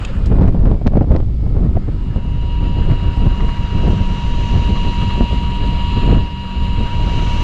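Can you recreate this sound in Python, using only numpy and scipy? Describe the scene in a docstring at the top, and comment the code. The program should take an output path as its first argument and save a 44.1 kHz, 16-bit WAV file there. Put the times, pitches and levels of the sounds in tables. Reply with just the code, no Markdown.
"""Gusts slap and buffet the microphone and tackle clicks twice, while other reels sing faintly along the rail.
Then an electric reel winds in line by night, its motor and gears whining at a steady pitch.
The taut line rubs as the spool turns, the sea washes and foams along the hull, the boat's engine drones.
Wind, water and rasps are shaped noise; motor, gears and engine are wavering sines; clicks are decaying modes."""
import sys
import numpy as np
from scipy import signal
from scipy.fft import rfft, irfft
from scipy.io import wavfile
from scipy.ndimage import uniform_filter1d

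SR = 44100
rng = np.random.default_rng(int(sys.argv[2]) if len(sys.argv) > 2 else 0)


def log_audio(samples):
    """Write samples as a 16-bit WAV file to the path given in sys.argv[1]."""
    # one column per channel
    frames = np.atleast_2d(samples).T
    # limit to full scale, then quantise
    limited = np.clip(frames, -1, 1)
    pcm = np.round(limited * 32767).astype(np.int16)
    wavfile.write(sys.argv[1], SR, pcm)


N = 327663
TIME = np.arange(N) / SR
BINS = np.fft.rfftfreq(N, 1 / SR)
SPOOL_TURN_S = 0.085  # mean time of one spool turn


def amp(db):
    """Decibels to gain."""
    return 10 ** (np.asarray(db) / 20)


def unit(x):
    """Scales to an rms of one."""
    return x / np.sqrt(np.mean(x ** 2) + 1e-20)


def follow(rows):
    """Each column of a curve table at every sample."""
    s, *columns = np.transpose(rows)
    return [np.interp(TIME, s, column) for column in columns]


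def colour(x, spectrum):
    """Filters a signal by a curve (freq_hz, level_db) over log frequency, then scales it to unit rms."""
    hz, db = np.transpose(spectrum)
    gain = amp(np.interp(np.log(BINS + 1), np.log(hz + 1), db))
    return unit(irfft(rfft(x) * gain, N))


def noise():
    """White noise."""
    return rng.standard_normal(N)


def wander(rate, size=32768):
    """Smooth random motion, mostly below a rate in Hz, at unit rms."""
    hz = np.fft.rfftfreq(size, TIME[-1] / size)
    slow = irfft(rfft(rng.standard_normal(size)) / (1 + (hz / rate) ** 4))
    return unit(np.interp(TIME, np.linspace(0, TIME[-1], size), slow))


def add(mix, s, sound):
    """Lays a sound into the mix at a time."""
    part = mix[max(round(s * SR), 0):][:len(sound)]
    part += sound[:len(part)]


def swell(peak_s, rise_s, fall_s):
    """A smooth hump of height one that builds up to a peak and dies away."""
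    side_s = np.where(TIME < peak_s, rise_s, fall_s)
    return np.exp(-((TIME - peak_s) / side_s) ** 2)


def patchy(depth_db, rate, count=12):
    """Noise whose bands swell and sink, each on its own."""
    white = rfft(noise())
    place = np.interp(np.log(BINS + 1), np.log([300, 7000]), [0, count - 1])  # band number of each bin
    return sum(irfft(white * np.maximum(1 - abs(place - k), 0), N) * amp(depth_db * wander(rate))
               for k in range(count))


def fronts(kicks, fall_hz=70, edge_hz=700):
    """Each kick is the edge of an eddy: the pressure jumps, sags back and swings under."""
    jump = signal.lfilter(*signal.butter(2, fall_hz, "highpass", fs=SR), np.cumsum(kicks))
    return signal.lfilter(*signal.butter(2, edge_hz, fs=SR), jump)


def engine(level_db=0, unsteady=0.008, throb_db=4.0):
    """The boat's engine drones in low multiples of its firing rate, each throbbing a little."""
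    # drone of the engine: multiple of the firing rate, level_db
    drone_orders = [(2, -34), (3, -39.5), (4, -34), (5, -39.5), (6, -42.5), (8, -50)]
    firing_hz = 47.6  # mean rate
    firing = 2 * np.pi * np.cumsum(firing_hz * (1 + unsteady * wander(6.9))) / SR
    return sum(amp(db + level_db + throb_db * wander(3.8))
               * np.sin(round(k) * firing + 2 * np.pi * rng.random()) for k, db in drone_orders)


def sea(wash_db=5, foam_db=3, early_foam_db=8, lap_db=0.74, slosh_db=2.5,
        pops_db=-8, pops_per_s=700, pop_spread_db=4):
    """Water washes along the hull; foam hisses, its colour changing between 2.0 and 2.8 s, where waves break
    and bubbles pop."""
    # water washing along the hull: time_s, level_db before wash_db
    wash_curve = [(0.08, -41), (0.55, -59), (1.35, -66.5), (1.85, -52.5), (2.4, -50), (2.85, -45),
                  (3.75, -42.5), (6.08, -43.5), (6.42, -47.5), (6.75, -43.5), (7.35, -39)]
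    # waves that break into foam beside the boat: peak_s, rise_s, fall_s, level_db before foam_db
    breakers = [(4.45, 0.99, 1, -48.5), (7.4, 0.43, 0.72, -44)]
    # relative spectra of the wash, the later foam and the earlier foam: freq_hz, level_db
    wash_spectrum = [(150, -6.5), (330, 2), (480, 5.5), (800, 0), (1300, 1.5), (2200, -7), (3200, -11.5),
                     (5000, -17.5), (5900, -29), (7500, -27), (9500, -37), (15000, -53)]
    late_spectrum = [(1000, -4.5), (2500, 7), (4200, 3), (5350, -2.5), (5950, 3), (7200, -5), (8200, -18),
                     (9300, -28.5), (13000, -39), (15500, -48)]
    early_spectrum = [(1000, -7.5), (2000, 1), (2900, 0), (4200, -3), (5100, -4.5), (5800, -14),
                      (7400, -11.5), (9000, -20.5), (12500, -33), (15500, -43)]
    early_froth_db, late_froth_db = -64, -61.5  # lasting foam early and late, before early_foam_db and foam_db
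    seethe_db = 0.7  # slow swelling and sinking of all foam

    wash, = follow(wash_curve)
    wash_gain = amp(wash + wash_db + lap_db * wander(31))
    breaking = sum(amp(db) * swell(s, rise_s, fall_s) for s, rise_s, fall_s, db in breakers)
    foam = np.hypot(amp(late_froth_db), breaking)
    # each bubble pops with its own strength and sign
    pop_gain = amp(pop_spread_db * np.minimum(rng.exponential(1, N), 4))
    pops = (rng.random(N) < pops_per_s / SR) * pop_gain * np.sign(noise())
    later = np.interp(TIME, [2.0, 2.8], [0, 1])  # the foam's colour changes from the early to the late spectrum
    bubbling = colour(noise() + amp(pops_db) * unit(pops), late_spectrum)
    fizz = np.sqrt(later) * amp(foam_db) * foam * bubbling
    hiss = np.sqrt(1 - later) * amp(early_foam_db + early_froth_db) * colour(noise(), early_spectrum)
    return wash_gain * colour(patchy(slosh_db, 13), wash_spectrum) + amp(seethe_db * wander(3.7)) * (fizz + hiss)


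def wind(rumble_db=1.0, push_db=7, buffet_db=2, stir_db=-18, lull_db=2.5, eddy_db=2.0, front_db=-4.5,
         fronts_per_s=170, tear_db=-28.0, tear_growth=2.6, tear_rough_db=1.5):
    """Large eddies rumble, small ones buffet with steep edges, and their pressure peaks tear into a crackle."""
    # steady wind under the gusts: time_s, relative level_db
    breeze_curve = [(0.09, -21.5), (0.18, -14.5), (0.63, -9), (0.8, -17), (1.1, -11.5), (1.35, -16),
                    (1.67, -12), (1.9, -18), (2.3, -16), (2.62, -14.5), (3.25, -10.5), (3.7, -15.5),
                    (4.35, -14.5), (5.0, -14.5), (5.8, -16), (6.2, -13.5), (6.28, -24), (6.51, -25),
                    (6.6, -14.5), (7.4, -14.5)]
    # short lulls that break the breeze into puffs: peak_s, depth_db (below zero, a small puff)
    lull_rows = [(0.55, 9), (0.80, 5), (1.045, 9), (1.83, 3), (2.05, 1), (2.22, 5), (2.491, 2), (2.74, 1.5),
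                 (3.0, 7.5), (3.145, 11.5), (3.37, 9), (3.549, 10), (3.69, 7.5), (3.97, 1), (4.2, 8.5),
                 (4.48, 5), (4.93, 6), (5.11, 3.5), (5.29, 8), (5.56, 3.5), (5.75, -1.5), (5.91, 1),
                 (6.73, 1.5), (6.9, 15), (7.1, 3.5), (7.25, 1)]
    # gusts that buffet the microphone: peak_s, length_s, relative level_db
    gust_rows = [(0.322, 0.087, -24.5), (0.431, 0.16, -20), (0.667, 0.29, -22.5), (0.871, 0.038, -20.5),
                 (0.976, 0.1, -20.5), (1.139, 0.12, -20.5), (1.466, 0.019, -29.5), (1.564, 0.054, -25),
                 (1.648, 0.11, -24), (1.764, 0.024, -20), (1.886, 0.035, -25.5), (2.172, 0.089, -28),
                 (2.642, 0.086, -26.5), (2.797, 0.087, -23), (2.906, 0.084, -19), (3.088, 0.036, -24.5),
                 (3.185, 0.033, -29), (3.27, 0.056, -25), (3.437, 0.13, -28.5), (3.763, 0.061, -20.5),
                 (3.895, 0.13, -18.5), (4.012, 0.032, -22.5), (4.37, 0.16, -32), (4.56, 0.11, -20.5),
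                 (4.704, 0.09, -23.5), (4.883, 0.074, -24), (5.023, 0.037, -23), (5.216, 0.075, -20),
                 (5.329, 0.043, -19), (5.652, 0.094, -24.5), (5.979, 0.029, -22.5), (6.131, 0.18, -17),
                 (6.806, 0.044, -23.5), (7.132, 0.45, -28)]
    # relative spectra of large eddies, small eddies and crackle: freq_hz, level_db
    rumble_spectrum = [(3, -28), (10, -5.5), (22, 0.5), (35, -1), (60, -3), (100, -8.5), (150, -14.5),
                       (250, -29.5), (600, -55), (2000, -100)]
    buffet_spectrum = [(40, -28.5), (100, -1), (170, 0.5), (260, -5.5), (420, -13.5), (550, -19.5),
                       (720, -24), (1200, -33), (2500, -62), (5000, -66.5), (12000, -83.5)]
    crackle_spectrum = [(300, -22.5), (1000, 8), (2500, -6), (5000, -20.5), (6000, -28), (7500, -26),
                        (9500, -44.5), (15000, -46.5)]
    lull_s = 0.032  # time in which a lull opens or closes
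    rise_share = 0.55  # part of a gust's length spent building up

    lulls = sum(db * swell(s, lull_s, lull_s) for s, db in lull_rows)
    breeze = amp(follow(breeze_curve)[0] - lulls)
    gusting = sum(amp(db) * swell(s, rise_share * length, (1 - rise_share) * length)
                  for s, length, db in gust_rows)
    pressure = np.hypot(breeze, amp(push_db) * gusting)
    buffeting = np.hypot(breeze * amp(stir_db + lull_db * wander(23)), gusting)

    large = colour(noise(), rumble_spectrum)
    # even out the rumble, so that breeze and gusts set the slow swell
    large /= np.sqrt(uniform_filter1d(large ** 2, size=2600) + 0.12)
    kicks = (rng.random(N) < fronts_per_s / SR) * noise()
    eddies = colour(noise() * amp(eddy_db * wander(28)), buffet_spectrum)
    small = eddies + amp(front_db) * unit(fronts(kicks, edge_hz=555))
    tear = colour(noise() * (0.13 + abs(small)) * amp(tear_rough_db * wander(150)), crackle_spectrum)
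    strong = amp(-24)  # buffeting around which the crackle grows steeply
    tearing = amp(tear_db) * strong * (buffeting / strong) ** tear_growth
    return amp(rumble_db) * pressure * large + amp(buffet_db) * buffeting * small + tearing * tear


def slaps(front_db=1, thump_db=-13, crackle_db=-6, thump_s=0.0027, crackle_s=0.0011):
    """Each slap of wind is a jump of pressure with a crackle at its edge and a short churn behind."""
    # hardest wind fronts: start_s, relative thump_db (also sets the jump), relative crackle_db
    slap_rows = [(0.316, 0, -45), (0.322, -7, -39), (0.385, -3.5, -33), (0.395, -4, -35), (0.405, -11, -50),
                 (0.412, -1, -35), (0.421, -2, -29), (0.442, -1.5, -42), (0.478, 0, -23.5),
                 (0.488, -4, -31.5), (0.546, -5, -49), (0.654, -7, -45), (0.669, -5, -45),
                 (0.682, -10, -44), (0.714, -2.5, -30), (0.725, -7.5, -44), (0.761, -16, -46),
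                 (0.814, -8, -51), (0.863, 3, -36), (0.868, -4, -19.5), (0.875, -6, -22), (0.92, -9, -46),
                 (0.935, -3.5, -45), (0.955, 0.5, -42), (0.971, 1.5, -29), (1.01, 1, -40), (1.016, -4, -44),
                 (1.027, -9.5, -42), (1.042, -7.5, -46), (1.106, 0, -36), (1.115, -1, -27),
                 (1.127, -9, -52), (1.151, -1, -42), (1.162, -2, -23.5), (1.202, -7.5, -36),
                 (1.227, -11, -53), (1.407, -18, -58), (1.464, -11, -57), (1.552, -21, -56),
                 (1.58, -9, -50), (1.692, -14, -52), (1.754, -8.5, -54), (1.767, -7, -45),
                 (1.769, -3.5, -42), (2.161, -9, -50), (2.175, -8.5, -52), (2.785, -10.5, -35),
                 (2.876, -17, -44), (2.89, -19, -43), (2.916, -8.5, -41), (2.934, -10, -32),
                 (3.254, -12, -37), (3.266, -2, -30), (3.902, -3.5, -36), (4.556, -7, -36),
                 (5.208, -1, -47), (5.22, -8, -49), (6.089, -6, -46), (6.126, -1.5, -46), (6.151, -11, -42),
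                 (6.805, -12, -48)]
    # relative spectra of the churn and the crackle: freq_hz, level_db
    thump_spectrum = [(50, -16), (150, 10), (300, -2.5), (680, -6), (1200, -23), (2500, -41), (8000, -74.5)]
    snap_spectrum = [(300, -0.5), (1500, 8.5), (3000, 2), (5000, -7.5), (7300, -19), (9000, -31),
                     (15000, -41.5)]

    kicks, thumps, crackles = np.zeros((3, N))
    t = TIME[:SR // 10]
    for (s, low_db, high_db), sign in zip(slap_rows, rng.choice([-1, 1], len(slap_rows))):
        add(kicks, s, [sign * amp(low_db)])
        add(thumps, s, amp(low_db) * t / thump_s * np.exp(1 - t / thump_s))
        add(crackles, s, amp(high_db) * t / crackle_s * np.exp(1 - t / crackle_s))
    jumps = amp(front_db) * fronts(kicks, edge_hz=488)
    churn = amp(thump_db) * thumps * colour(noise(), thump_spectrum)
    snaps = colour(noise() * amp(2.8 * wander(900)), snap_spectrum)
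    return jumps + churn + amp(crackle_db) * crackles * snaps


def far_rasp(level_db=-42, fade_db_per_s=55):
    """The gears of a reel further along the rail rasp as shaped noise that fades away at the start."""
    # relative spectrum of the far gears: freq_hz, level_db
    gear_spectrum = [(1200, -24.5), (2300, -8), (2900, 4.5), (3400, -12), (4200, -23.5), (5500, -24.5),
                     (7200, -17.5), (10000, -39)]
    return amp(level_db - fade_db_per_s * TIME) * colour(noise(), gear_spectrum)


def far_reel(rows):
    """One thin, slightly wavering gear tone that comes and goes."""
    hz, db = follow(rows)
    running = np.interp(TIME, [rows[0][0], rows[1][0], rows[-2][0], rows[-1][0]], [0, 1, 1, 0])
    phase = 2 * np.pi * np.cumsum(hz * (1 + 0.0006 * wander(30))) / SR
    return running * amp(db) * np.sin(phase)


def tackle():
    """Small hard parts click: a few short modes and a brief scrape."""
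    # tackle clicks: start_s, level_db, gain of the modes below 4 kHz, scrape_db, scrape_decay_s
    click_rows = [(0.049, -18, 0.78, -15.5, .005), (0.258, -39, 0.16, 2.5, 0.011)]
    # ringing modes of the tackle: freq_hz, relative level_db, t60_s
    modes = [(2600, 8.5, 0.02), (3200, 0, 0.036), (3670, -2.5, 0.031), (4800, -22, 0.025), (6930, 1, 0.011),
             (7200, -8, 0.018), (7950, -15, .02)]
    # relative spectrum of the scrape: freq_hz, level_db
    scrape_spectrum = [(800, -15), (2500, -4), (4000, -1), (5100, -4), (5900, -8), (7000, -7), (8300, -13),
                       (9300, -20), (10500, -31.5), (15000, -45)]
    attack_s = 0.0006

    out, t = np.zeros(N), TIME[:SR // 8]
    attack = 1 - np.exp(-(t / attack_s) ** 2)
    for s, level, low_share, scrape_db, scrape_s in click_rows:
        ring = sum((low_share if hz < 4000 else 1) * amp(db - 60 * t / t60) * np.sin(2 * np.pi * hz * t)
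                   for hz, db, t60 in modes)
        scrape = colour(noise(), scrape_spectrum)[:len(t)] * np.exp(-t / scrape_s)
        add(out, s, amp(level) * attack * (0.5 * ring + amp(scrape_db) * scrape))
    return out


def line_rub(level_db=0, rub_s=0.011, grit_db=3.0):
    """The taut line gives a short gritty scrape on its guide with each spool turn, in short runs."""
    # runs of rubs: first_rub_s, end_s, level_db; a row that ends well before its start stays silent
    runs = [(3.005, 3.4, -40.5), (3.405, 3.6, -33.5), (3.52, 4.1, -44), (3.82, 3.63, -26),
            (4.035, 4.375, -48), (4.56, 4.56, -34), (4.765, 5.1, -32), (5.14, 5.06, -33)]
    # relative spectrum of the rubbing: freq_hz, level_db
    rub_spectrum = [(500, -27.5), (900, -2.5), (1150, 5), (1450, -13), (1750, -5.5), (2000, -5),
                    (2400, -15), (3200, -17.5), (6000, -33.5), (12000, -63)]
    strokes = sum(amp(db) * swell(first + turn * SPOOL_TURN_S, rub_s, rub_s)
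                  for first, end, db in runs for turn in range(round((end - first) / SPOOL_TURN_S) + 1))
    return amp(level_db) * strokes * colour(noise() * amp(grit_db * wander(400)), rub_spectrum)


def reel(pinion_db=-32.5, overtone_db=-38.5, whine_db=-41, rasp_db=-40.5,
         pinion_growth=0.99, overtone_growth=0.82, whine_growth=0.88, rasp_growth=1.3, housing_db=-17,
         flutter=0.00072, wheel_sway=0.00073, tone_waver_db=0.75, overtone_rough_db=0.95, waver_db=3.0,
         bite=0.4, grit_db=-0.5, tug_db=0.5, backlash=0.00216):
    """A five-tooth pinion sings, the motor adds shaft orders, teeth rasp once a turn; all grow with load."""
    # motor of the near reel: time_s, mean shaft_speed_hz
    speed_curve = [(2.0, 190.7), (2.9, 190.7), (3.9, 190.3), (4.6, 190.3), (5.2, 190.7), (6.0, 190.8),
                   (6.5, 190.55), (7.43, 190.6)]
    # effort as the reel takes the weight of the line: time_s, load_db
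    load_curve = [(2.0, -48.5), (2.3, -47.5), (2.5, -41), (2.8, -39), (3.45, -38), (4.15, -36), (4.7, -33),
                  (5.2, -31.5), (5.48, -34), (6.03, -30), (6.3, -37.5), (6.5, -35.5), (6.85, -33.5),
                  (7.3, -31.5)]
    # whining lines of the motor: multiple of the shaft speed, relative level_db
    shaft_orders = [(1, 4.5), (6, -17), (9, -13), (10, -13.5), (11, -16.5), (12, -12), (13, -21),
                    (14, -5.5), (16, -9.5), (17, -17.5), (19, -28), (20, -14), (21, -14), (22, -19.5),
                    (25, -20), (26, -27.5), (27, -39.5), (30, -31.5), (36, -31), (37, -27), (38, -29.5),
                    (40, -38.5)]
    # relative spectra of the teeth heard through the housing and of the housing's ring: freq_hz, level_db
    rasp_spectrum = [(530, -54.5), (880, -18.5), (934, -15.5), (989, -9.5), (1030, -18), (1160, -12),
                     (1610, -49), (1800, -38.5), (2420, -17.5), (2680, -11.5), (3000, -14), (3300, -15),
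                     (3620, -21.5), (3930, -14), (5350, -38), (7100, -37), (8480, -44.5), (11000, -81)]
    housing_spectrum = [(700, -50), (1060, -8), (1142, 0.5), (1230, -21.5), (1800, -45)]
    usual_load_db = -34
    order_drift_db, order_blur_rad = 1.3, 0.32  # each line swells and blurs on its own as the gears shift
    overtone_throb = 0.13  # depth to which the third harmonic swells and sinks

    speed, = follow(speed_curve)
    load = follow(load_curve)[0] - usual_load_db + tug_db * wander(15.0)

    # the spool loads the motor unevenly, so the pitch flutters; play between the teeth roughens it
    wheel = np.sin(2 * np.pi * np.cumsum((1 + 0.12 * wander(1.8)) / SPOOL_TURN_S) / SR)
    unsteady = wheel_sway * wheel + flutter * wander(45) + backlash * wander(129.7)
    shaft = 2 * np.pi * np.cumsum(speed * (1 + unsteady)) / SR

    # the pinion's note with the ringing housing, and its rough third harmonic
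    tone = np.sqrt(2) * amp(tone_waver_db * wander(25)) * np.sin(5 * shaft)
    ring = amp(housing_db) * colour(noise(), housing_spectrum)
    throb = unit(1 + overtone_throb * (wander(22) + wheel))
    overtone = np.sqrt(2) * throb * amp(overtone_rough_db * wander(70)) * np.sin(15 * shaft)
    pinion = amp(pinion_db + pinion_growth * load) * (tone + ring)
    pinion += amp(overtone_db + overtone_growth * load) * overtone

    lines = np.sqrt(2) * sum(
        amp(db + waver_db * wander(36) + order_drift_db * wander(2.4))
        * np.sin(round(k) * shaft + order_blur_rad * wander(15) + 2 * np.pi * rng.random())
        for k, db in shaft_orders)
    whine = amp(whine_db + whine_growth * load) * lines
    teeth = colour(noise() * (1 + bite * np.cos(shaft)) * amp(grit_db * wander(600)), rasp_spectrum)
    rasp = amp(rasp_db + rasp_growth * load) * teeth
    fade_in = np.interp(TIME, [1.78, 2.25], [0, 1])
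    return fade_in * (pinion + whine + rasp)


def scene():
    """All sources at one microphone in the open air."""
    # whine of a far reel that slows under load: time_s, pitch_hz, level_db
    far_whine = [(0.05, 2510, -58), (0.13, 2490, -57), (0.2, 2476, -54), (0.36, 2450, -56),
                 (0.65, 2340, -71), (0.78, 2290, -59), (1.0, 2224, -62), (1.3, 2180, -67),
                 (1.45, 2200, -58), (1.6, 2145, -61), (1.87, 2130, -62), (2.0, 2150, -65)]
    # hum of another far reel: time_s, pitch_hz, level_db
    far_hum = [(1.2, 1264, -66), (1.38, 1286, -58), (1.52, 1280, -54), (1.7, 1280, -52), (1.92, 1287, -54),
               (2.08, 1250, -59), (2.25, 1190, -66)]
    background = engine() + sea() + wind() + slaps()
    far_reels = far_rasp() + far_reel(far_whine) + far_reel(far_hum)
    return (background + far_reels + tackle() + line_rub() + reel())[None]


def record(dry):
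    """The largest peaks are rounded off below a ceiling; then a steep filter cuts the top of the treble."""
    ceiling, edge_hz = 0.92, 15700
    rounded = dry / (1 + (dry / ceiling) ** 4) ** (1 / 4)
    lowpass = signal.firwin(511, edge_hz, window=("kaiser", 9), fs=SR)
    return signal.oaconvolve(rounded, lowpass[None], "same")


dry = scene()
out = record(dry)
log_audio(out)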